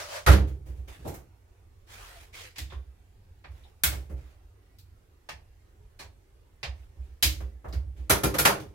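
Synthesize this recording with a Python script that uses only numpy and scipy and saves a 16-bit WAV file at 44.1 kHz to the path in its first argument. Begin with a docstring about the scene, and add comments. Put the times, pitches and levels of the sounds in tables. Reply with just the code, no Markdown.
"""A small, hard-walled workshop, heard by a stereo microphone at a workbench.
Close by, a cordless drill is pushed over the bench and stood with a thump; someone steps away, shuffles,
crouches and handles something that clicks sharply. At the end the drill clatters as it is picked up.
Blows are noise reflections shaped by resonances, with decaying sines for their deep booms and ringing parts;
strokes are patchy noise under a pressure curve. Low rumble, hiss, hum and a far drone lie behind it all."""
import sys
import numpy as np
from scipy import signal
from scipy.fft import rfft, irfft
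from scipy.io import wavfile
from scipy.ndimage import uniform_filter1d, map_coordinates

SR = 44100
rng = np.random.default_rng(int(sys.argv[2]) if len(sys.argv) > 2 else 0)


def int16_out(signal):
    """Quantize to a 16-bit WAV file."""
    q = np.round(np.clip(np.atleast_2d(signal).T, -1, 1) * 32767)
    wavfile.write(sys.argv[1], SR, q.astype(np.int16))


N = 385434


def gain_of(db):
    """Decibels to gain."""
    return 10 ** (np.asarray(db) / 20)


def evened(x):
    """Scales to an rms of one."""
    return x / np.sqrt(np.mean(x ** 2) + 1e-20)


def read(points, hz):
    """Reads a curve of (frequency, value) points on a log-frequency axis."""
    f, value = np.transpose(points)
    return np.interp(np.log(hz + 1), np.log(f + 1), value)


def add(mix, s, sound):
    """Mixes a stereo sound in at time s."""
    part = mix[:, max(round(s * SR), 0):][:, :sound.shape[1]]
    part += sound[:, :part.shape[1]]


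def panned(sound, pan_db):
    """Raises the left side by pan_db and lowers the right by as much; negative leans right."""
    return sound * gain_of([[pan_db], [-pan_db]])


def wander(size, rate):
    """Smooth chance of rms one, changing about rate times a second."""
    t = np.arange(size) / SR
    return evened(np.interp(t * rate, np.arange(4096), rng.standard_normal(4096)))


# likeness of left and right in sound from all sides: (frequency [Hz], likeness [0-1])
LIKENESS = [(60, 0.98), (150, .9), (280, 0.6), (500, 0.3), (1000, 0.0085)]


def diffuse(size, colour=None):
    """Noise from all sides: alike at both microphone ports in the bass, unrelated in the treble."""
    hz = np.fft.rfftfreq(size, 1 / SR)
    left, other = rfft(rng.standard_normal((2, size)))
    same = np.clip(read(LIKENESS, hz), -1, 1)
    spectrum = np.array([left, same * left + np.sqrt(1 - same ** 2) * other])
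    if colour is not None:
        spectrum = spectrum * gain_of(read(colour, hz))
    return evened(irfft(spectrum, size))


def patchy(x, depth_db, span_hz, span_s):
    """Resonances come and go: smooth random patches over time and frequency."""
    hz, when, z = signal.stft(x, SR, nperseg=1024, noverlap=768)
    where = np.meshgrid(hz / max(span_hz, 50), when / max(span_s, .015), indexing="ij")
    field = map_coordinates(rng.standard_normal((450, 600)), where, order=1, mode="nearest")
    return evened(signal.istft(z * gain_of(depth_db * field), SR, nperseg=1024, noverlap=768)[1][:, :N])


# still air of the workshop: (frequency [Hz], level per Hz [dB], relative)
AIR = [(12, -36.5), (20, -4.5), (98, -3), (127, -19.5), (228, -26), (377, -22), (642, -30.5), (759, -29),
       (976, -32.5), (2320, -37), (3440, -42), (13500, -46.5), (16000, -50)]
# distant machine: (frequency [Hz], rms level before panning [dB])
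HUM = [(53.8, -67), (91.5, -66.5)]


def air(hush_db=-56.5, pan_db=-1.1, drone_hz=395, drone_db=-86):
    """Low rumble and faint hiss, with a wavering hum and a far drone that comes and goes."""
    t = np.arange(N) / SR
    hum = np.zeros(N)
    for hz, db in HUM:
        hum += gain_of(db) * np.sqrt(2) * np.sin(2 * np.pi * hz * t + 1.1 * wander(N, 12.0))
    drone_level = gain_of(drone_db + 2.1 * wander(N, 2.0))
    drone = drone_level * np.sin(2 * np.pi * drone_hz * t + 2.0 * wander(N, 2.7))
    hush = gain_of(hush_db) * patchy(diffuse(N, AIR), depth_db=4.0, span_hz=78.4, span_s=0.079)
    return panned(hush + hum + drone, pan_db)


def pressure(strokes, attack_share, release_s):
    """Each stroke takes hold over a share of its length, swells or eases, then dies by 60 dB over the release."""
    t, level = np.arange(N) / SR, np.zeros(N)
    for start, length, db, swell in strokes:
        held, after = np.clip(t - start, 0, length), np.maximum(t - start - length, 0)
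        grip = np.minimum(held / (attack_share * length), 1)
        level = np.maximum(level, grip * gain_of(db + swell * held - 60 * after / release_s))
    return level


def rubbing(level, colour, grain_db, patchy_db):
    """Many tiny slips, blurred together in patches, following the pressure of the stroke."""
    slips = patchy(diffuse(N, colour), patchy_db, span_hz=238, span_s=.04)
    return level * evened(slips * gain_of(grain_db * wander(N, 260)))


# the drill's foot pushed over the bench, close:
# (start [s], length [s], level before the scrape and judder gains [dB], swell [dB/s])
DRAG = [(0, 0.08, -39, -105), (0.085, 0.081, -46, 95)]
# spectrum of its scraping: (frequency [Hz], level per Hz [dB], relative)
DRAG_COLOUR = [(150, -60), (250, -30.5), (501, -12.5), (566, 1), (748, -12.5), (1160, -9), (3400, -16.5),
               (5540, -17), (14200, -31), (16000, -31)]


def drag(judder_hz=590, waver=0.032, scrape_db=3.5, judder_db=-15):
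    """The rubber foot sticks and slips: a faint, rough note inside the scraping."""
    level = pressure(DRAG, attack_share=0.0065, release_s=0.26)
    turns = np.cumsum(judder_hz * (1 + waver * wander(N, 130))) / SR
    note = np.zeros((2, N))
    for k in range(1, 4):
        note += np.sin(2 * np.pi * k * turns + rng.uniform(0, 2 * np.pi, (2, 1))) / k ** 1.4
    judder = level * evened(note * gain_of(8.6 * wander(N, 45)))
    scrape = rubbing(level, DRAG_COLOUR, grain_db=0.0, patchy_db=2.5)
    return scrape * gain_of(scrape_db) + judder * gain_of(judder_db)


# hand and soles sliding, a row a stroke: (start [s], length [s], level before level_db and pan [dB], swell [dB/s])
SCUFFS = [(1.041, 0.096, -36.5, -105), (1.862, 0.37, -48, -16), (2.325, 0.12, -47, -15)]
# one spectrum for each stroke: (frequency [Hz], level per Hz [dB], relative)
SCUFF_COLOURS = [
    [(60, -14), (150, -12.5), (300, 2), (850, -7), (1300, -25.5), (16000, -37)],
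    [(28, -16), (44, 16.5), (62, -1.5), (120, -43), (380, -10), (1940, -9), (12200, -21.5), (16000, -25)],
    [(120, -54), (366, -10), (1000, -12), (2090, -1), (2500, -4), (16000, -22)],
]
# sleeves and trousers stirring: (start [s], length [s], level above the rest level, before pan [dB], swell [dB/s])
RUSTLE = [(0.874, 0.081, -48, -63), (0.96, 0.077, -61, 8), (3.5, 0.19, -65.5, -10), (4.16, 0.17, -63, -30),
          (6.75, 0.088, -68, 7.5), (6.99, 0.14, -69.5, -16)]
# spectrum of the cloth: (frequency [Hz], level per Hz [dB], relative)
RUSTLE_COLOUR = [(150, -4.5), (500, 3), (1000, -4), (2500, -5), (6000, -13.5), (12000, -17), (16000, -20)]


def scuffs(level_db=2.5, pan_db=-0.85, rest_db=-81):
    """A hand brushes the bench, soles shuffle as the worker crouches, and clothes keep stirring faintly."""
    strokes = np.zeros((2, N))
    for row, colour in zip(SCUFFS, SCUFF_COLOURS):
        level = pressure([row], attack_share=0.22, release_s=0.31)
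        strokes += rubbing(level, colour, grain_db=1.0, patchy_db=3.0)
    # clothes are never quite still
    stirring = pressure(RUSTLE, attack_share=0.12, release_s=0.25) + gain_of(rest_db)
    cloth = rubbing(stirring, RUSTLE_COLOUR, grain_db=1.0, patchy_db=3.0)
    return panned(strokes * gain_of(level_db) + cloth, pan_db)


def causal(db, size=4096):
    """The shortest (minimum-phase) impulse response with this spectrum, of energy one."""
    log_gain = np.r_[db, db[-2:0:-1]] * np.log(10) / 20
    taps = np.fft.ifft(np.exp(np.conj(signal.hilbert(log_gain)))).real[:size]
    return taps / np.linalg.norm(taps)


# decay time of the workshop, scaled by each source's ring: (frequency [Hz], time to fall 60 dB [s])
ROOM = [(100, 0.36), (300, 0.56), (660, 0.36), (1740, 0.26), (4600, 0.26), (12000, 0.21)]


def room(rise, direct, ring, late_db, early=1.2, size=32768):
    """One contact and its reflections: strong early ones, then a dense tail dying band by band."""
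    t = np.arange(size) / SR
    hz, when, z = signal.stft(diffuse(size), SR, nperseg=256)
    fade = gain_of(-60 * when / (ring * read(ROOM, hz)[:, None]))
    fade = fade + gain_of(late_db - 60 * when / 0.52)  # a weaker tail, alike in every band
    tail = signal.istft(z * fade, SR, nperseg=256)[1][:, :size]
    walls = rng.choice([-1, 1], (2, size)) * (rng.random((2, size)) < 2500 / SR)  # echoes per second
    # long waves reach both ports alike
    walls = walls - .8 * uniform_filter1d(walls * 1., 60) + .8 * uniform_filter1d(walls[:1] * 1., 60)
    build_up = 1 - np.exp(-t / max(rise, 1 / SR))
    tail = (tail + 2 * early * walls * np.exp(-t / .028)) * build_up
    crack = direct * np.exp(-rise / 0.0019)  # soft landings have no sharp front
    tail[[0, 1], [8, 0]] += crack  # the straight path reaches the right port first
    return tail


def hollows(hz, depth=0.3, spacing_hz=260):
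    """Overlapping high modes cancel here and there, cutting narrow gaps (dB) in the treble of a blow."""
    real, imag = (np.interp(hz / spacing_hz, np.arange(128), part) for part in rng.standard_normal((2, 128)))
    gap_db = np.minimum(10 * np.log10(real ** 2 + imag ** 2 + 1e-3), 0)
    return depth * (gap_db - gap_db.mean()) * np.interp(hz, [1800, 3500], [0, 1])


def blows(rows, colour, modes, direct, ring, late_db, pan_db, uneven_db):
    """Each blow has the same basic spectrum; where and how hard it lands tips the bass and treble."""
    out, hz = np.zeros((2, N)), np.fft.rfftfreq(8192, 1 / SR)
    body_db = read(colour, hz)
    for f, width, db in modes:
        body_db = body_db + db / (1 + (2 * (hz - f) / width) ** 2)
    body_db = body_db - 10 * np.log10(1 + (70 / (hz + 5)) ** 6)  # small things radiate no deep bass
    for s, db, thud_db, clack_db, fizz_db, rise, _ in rows:
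        tip_db = read([(300, thud_db), (1200, 0), (3500, clack_db), (11000, fizz_db)], hz)
        tip_gain = np.linalg.norm(gain_of(body_db + tip_db)) / np.linalg.norm(gain_of(body_db))
        # each point of contact favours other small modes, which broaden with frequency
        spot_db = uneven_db * np.interp(2 * np.sqrt(hz), np.arange(300), rng.standard_normal(300))
        body = causal(body_db + tip_db + spot_db + hollows(hz))
        reflections = room(rise, direct, ring, late_db)
        add(out, s, gain_of(db) * tip_gain * signal.fftconvolve(reflections, body[None], axes=1))
    return panned(out, pan_db)


# drill against the bench, close: (time [s], relative level [dB], thud [dB], clack [dB], fizz [dB],
# rise [s], boom [dB]); thud, clack and fizz tip the spectrum near 300, 3500 and 11000 Hz
KNOCKS = [(0.263, -19, -8.5, 1, -5, 0.0015, -27), (0.269, -13, 2.5, -3, -8.5, 0.0087, -5.5),
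          (0.312, -22, 0, 5, -3.5, 0.009, -18.5), (8.096, -14, -2.5, 1.5, 4.5, 0.0044, -26),
          (8.234, -25, 9.5, 4.5, 5.5, 0.0028, -24), (8.3405, -26, 1, -2.5, -4, 0.0022, -54),
          (8.384, -22.5, -2, 5, 10.5, 0.0027, -32), (8.4505, -9.5, -10, -0.5, -2.5, 0.0029, -50)]
# spectrum of a knock: (frequency [Hz], level per Hz [dB], relative)
KNOCK_COLOUR = [(50, -10), (130, 2.5), (230, -12.5), (380, -5), (910, -7), (1900, -8), (2800, -14),
                (8200, -19.5), (11800, -14), (15800, -24.5)]
# resonances of the bench: (frequency [Hz], width [Hz], boost [dB])
BENCH_MODES = [(200.4, 19, 8.5), (307.6, 36, 9), (396.5, 12, 7), (537, 51, 3.5), (1216, 39, 4),
               (1382, 70, 3), (1734, 76, 2), (2410, 90, 4), (6150, 330, 3)]


def knocks():
    """The heavy drill strikes the bench and excites the resonances of its top."""
    return blows(KNOCKS, KNOCK_COLOUR, BENCH_MODES,
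                 direct=5.5, ring=0.91, late_db=-36, pan_db=-0.62, uneven_db=1.28)


# deep modes of bench and room, near enough in pitch to beat:
# (frequency [Hz], level before tilting [dB], time to fall 60 dB before the ring factor [s])
BOOM_MODES = [(46.6, -15.5, 0.25), (59.1, -3, 0.85), (68.37, 1, 0.66), (84.8, -8, 0.56), (97.2, -14, 0.65),
              (133.2, -26.5, 0.99)]


def booms(rows, lag_s, tilt_db, ring, pan_db=-2.0, ref_db=-31, deepening=0.25):
    """A moment after each blow the deep modes answer and beat; a stronger boom leans to the low modes."""
    out, t = np.zeros((2, N)), np.arange(SR) / SR
    lowest_hz = BOOM_MODES[0][0]
    for s, *_, boom_db in rows:
        lean_db = tilt_db - deepening * (boom_db - ref_db)  # per octave
        swing = np.zeros(SR)
        for k, (hz, db, t60) in enumerate(BOOM_MODES):
            fading_db = db + lean_db * np.log2(hz / lowest_hz) - 60 * t / (ring * t60)
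            swing += (-1) ** k * gain_of(fading_db) * np.sin(2 * np.pi * hz * t)
        add(out, s + lag_s, panned(gain_of(boom_db) * swing / abs(swing).max(), pan_db))
    return out


def deep_booms(lift_db=1.33):
    """Every kind of blow sets off the deep modes with its own lag, tilt and decay; some booms are very faint."""
    deep = (booms(KNOCKS, lag_s=0.0013, tilt_db=15.0, ring=0.83)
            + booms(CLICKS, lag_s=0.012, tilt_db=5.5, ring=1.0)
            + booms(TAPS, lag_s=0.034, tilt_db=1.0, ring=0.86)
            + booms(BUMPS, lag_s=0.017, tilt_db=-10.0, ring=0.8))
    return deep * gain_of(lift_db)


# loose parts, tools and the bench top ringing, alone or jogged by a blow:
# (time [s], frequency [Hz], width [Hz], relative level [dB])
PINGS = [(0.269, 1410, 450, -20.5), (0.275, 200, 19, -29), (2.582, 1870, 350, -50),
         (2.701, 3540, 520, -52.5), (2.719, 1078, 260, -51), (3.636, 3600, 730, -61),
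         (3.65, 804, 200, -60.5), (3.837, 1540, 330, -30), (3.837, 2166, 120, -32), (3.837, 3410, 300, -33),
         (4.786, 4350, 1700, -61.5), (5.29, 1830, 200, -49), (5.29, 2740, 260, -49), (5.29, 5360, 230, -59),
         (5.994, 4200, 590, -49), (6.63, 4750, 700, -46), (7.226, 3160, 260, -31), (7.226, 3920, 300, -31),
         (7.226, 4850, 600, -28.5), (7.726, 4600, 1400, -49.5), (8.098, 1387, 190, -27),
         (8.097, 3500, 240, -36), (8.235, 1053, 34, -36.5), (8.235, 1386, 170, -34), (8.386, 1410, 60, -30),
         (8.386, 2370, 50, -37), (8.452, 876, 440, -21.5), (8.452, 6300, 280, -36)]


def pings(direct=5.4, ring=0.8, late_db=-32):
    """Loose parts ring at their own pitch; the narrower the resonance, the longer it lasts."""
    out, t = np.zeros((2, N)), np.arange(SR // 4) / SR
    for s, hz, width, db in PINGS:
        note = t * np.exp(-np.pi * width * t) * np.sin(2 * np.pi * hz * t)
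        note = note / np.linalg.norm(note)
        reflections = room(0, direct, ring, late_db)
        add(out, s, gain_of(db) * signal.fftconvolve(reflections, note[None], axes=1))
    return out


# footfalls and dull bumps:
# (time [s], relative level [dB], thud [dB], clack [dB], fizz [dB], rise [s], boom [dB])
BUMPS = [(0.47, -47.5, -3, 8, 8.5, 0.01, -54), (0.655, -43.5, 5, 5.5, 10.5, 0.05, -31),
         (0.75, -44.5, 3.5, 8, 10.5, 0.11, -30), (0.985, -57, 11, -12, -12, 0.02, -46),
         (1.049, -40.5, 5.5, -21, -8, 0.0032, -44), (2.721, -42, -8.5, 5, -7, 0.0033, -31),
         (3.92, -34.5, -5.5, 4.5, 3, 0.0045, -35), (4.093, -44.5, 5.5, -3, 3, 0.012, -30),
         (6.955, -56.5, 1.5, 0, 5, 0.028, -32.5), (7.402, -41, -3, -0.5, -1.5, 0.0025, -28),
         (7.642, -31, -8, -18.5, -19, 0.0069, -33), (7.96, -45, 5, 11.5, 7.5, 0.076, -32),
         (8.598, -49.5, 10, 15, 15, 0.0018, -61)]
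# spectrum of a bump: (frequency [Hz], level per Hz [dB], relative)
BUMP_COLOUR = [(50, 1.5), (130, 3.5), (230, -15.5), (380, -8.5), (600, -10), (1300, -19), (1900, -19),
               (4000, -30.5), (8200, -33.5), (14000, -34.5)]


def bumps():
    """Dull contacts, many slow to rise, share the bench's resonances and a stronger late tail."""
    return blows(BUMPS, BUMP_COLOUR, BENCH_MODES,
                 direct=4.0, ring=0.75, late_db=-13, pan_db=-0.6, uneven_db=2.0)


# small hard parts clicking and snapping:
# (time [s], relative level [dB], thud [dB], clack [dB], fizz [dB], rise [s], boom [dB])
CLICKS = [(1.072, -34.5, 8, -7.5, -6, 0.0082, -59), (1.14, -35, -2, -14.5, -10.5, 0.0021, -45.5),
          (2.583, -36, 10, 6.5, -5, 0.00065, -32.5), (3.836, -17.5, -0.5, 0.5, 0, 0.0002, -26),
          (4.786, -63.5, 0, 3.5, 6, 0.0009, -51), (7.226, -20, 6.5, 9, 2.5, 0.0015, -21.5),
          (7.684, -63, -6, 8, 1, 0.0005, -59.5), (7.727, -32.5, 13, -11.5, -18.5, 0.0034, -21.5)]
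# spectrum of a click: (frequency [Hz], level per Hz [dB], relative)
CLICK_COLOUR = [(50, -10.5), (130, -2.5), (230, -18.5), (420, -19), (560, -12), (900, -13), (1700, -7.5),
                (5000, -7), (7300, -4.5), (10500, -10), (15800, -6.5)]
# resonances heard in the clicks, from the small parts and the room: (frequency [Hz], width [Hz], boost [dB])
CLICK_MODES = [(318, 40, 12), (2280, 650, 3.5), (11860, 1900, 7.5)]


def clicks():
    """Small hard parts snap: a strong direct front, a narrow low resonance near 318 Hz, broad bright ones above."""
    return blows(CLICKS, CLICK_COLOUR, CLICK_MODES,
                 direct=10.0, ring=0.97, late_db=-30.0, pan_db=-0.56, uneven_db=1.0)


def notes(rows, sag_per_s):
    """Faint, wavering notes that rise and fade, losing sag_per_s of their pitch each second."""
    out = np.zeros((2, N))
    for s, length, hz, db in rows:
        t = np.arange(round(length * SR)) / SR
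        turns = np.cumsum(hz * (1 - sag_per_s * (t - length / 2))) / SR
        note = np.sin(2 * np.pi * turns + 0.65 * wander(len(t), 53) + rng.uniform(0, 2.3, (2, 1)))
        add(out, s - length / 2, gain_of(db) * np.sin(np.pi * t / length) * note)
    return out


# sole on the floor: (middle [s], length [s], frequency at the middle [Hz], peak level [dB])
SQUEAKS = [(2.175, 0.06, 690, -54), (2.47, 0.07, 508, -56.5)]


def squeaks():
    """A sole squeaks faintly as it twists on the floor, sinking in pitch."""
    return notes(SQUEAKS, sag_per_s=1.6)


# light, hollow taps on a casing:
# (time [s], relative level [dB], thud [dB], clack [dB], fizz [dB], rise [s], boom [dB])
TAPS = [(2.557, -47.5, 0, 7.5, 13, 0.0074, -64), (2.701, -51, -2, -1, -0.5, 0.0024, -57),
        (3.441, -44, -1, -6.5, -18, 0.0025, -37.5), (5.289, -36, -1.4, -2.5, 4, 0.0014, -44),
        (5.989, -37, 1.7, -2.5, 11, 0.015, -46), (6.63, -33.5, 2, 3.5, 1.5, 0.0017, -30.5)]
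# spectrum of a tap: (frequency [Hz], level per Hz [dB], relative)
TAP_COLOUR = [(50, -8.5), (130, -0.5), (230, -12), (420, -7.5), (700, 0), (2500, -1), (5000, -7),
              (7300, -16), (11000, -25), (15800, -30.5)]
# resonances of the casing: (frequency [Hz], width [Hz], boost [dB]; negative for a hollow between them)
TAP_MODES = [(870, 140, 2), (1400, 170, -5.5), (1850, 240, 4), (2420, 330, 3)]


def taps():
    """Light taps excite the broad middle resonances of a hollow casing."""
    return blows(TAPS, TAP_COLOUR, TAP_MODES,
                 direct=11.0, ring=0.82, late_db=-39.5, pan_db=-1.05, uneven_db=1.6)


# a faint hoot from far away: (middle [s], length [s], frequency [Hz], peak level [dB])
HOOTS = [(5.825, 0.1, 420, -63.5)]


def hoots():
    """A brief far-off note that wavers without sinking."""
    return notes(HOOTS, sag_per_s=0)


def scene():
    """All the sources together."""
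    background = air()
    strokes = drag() + scuffs()
    contacts = knocks() + deep_booms() + pings() + bumps() + clicks() + taps()
    return background + strokes + contacts + squeaks() + hoots()


def record(dry, edge_hz=15950):
    """The recorder's band limit: a steep low-pass filter."""
    band_limit = signal.firwin(301, edge_hz, window=("kaiser", 8), fs=SR)
    return signal.oaconvolve(dry, band_limit[None], "same")


dry = scene()
out = record(dry)
int16_out(out)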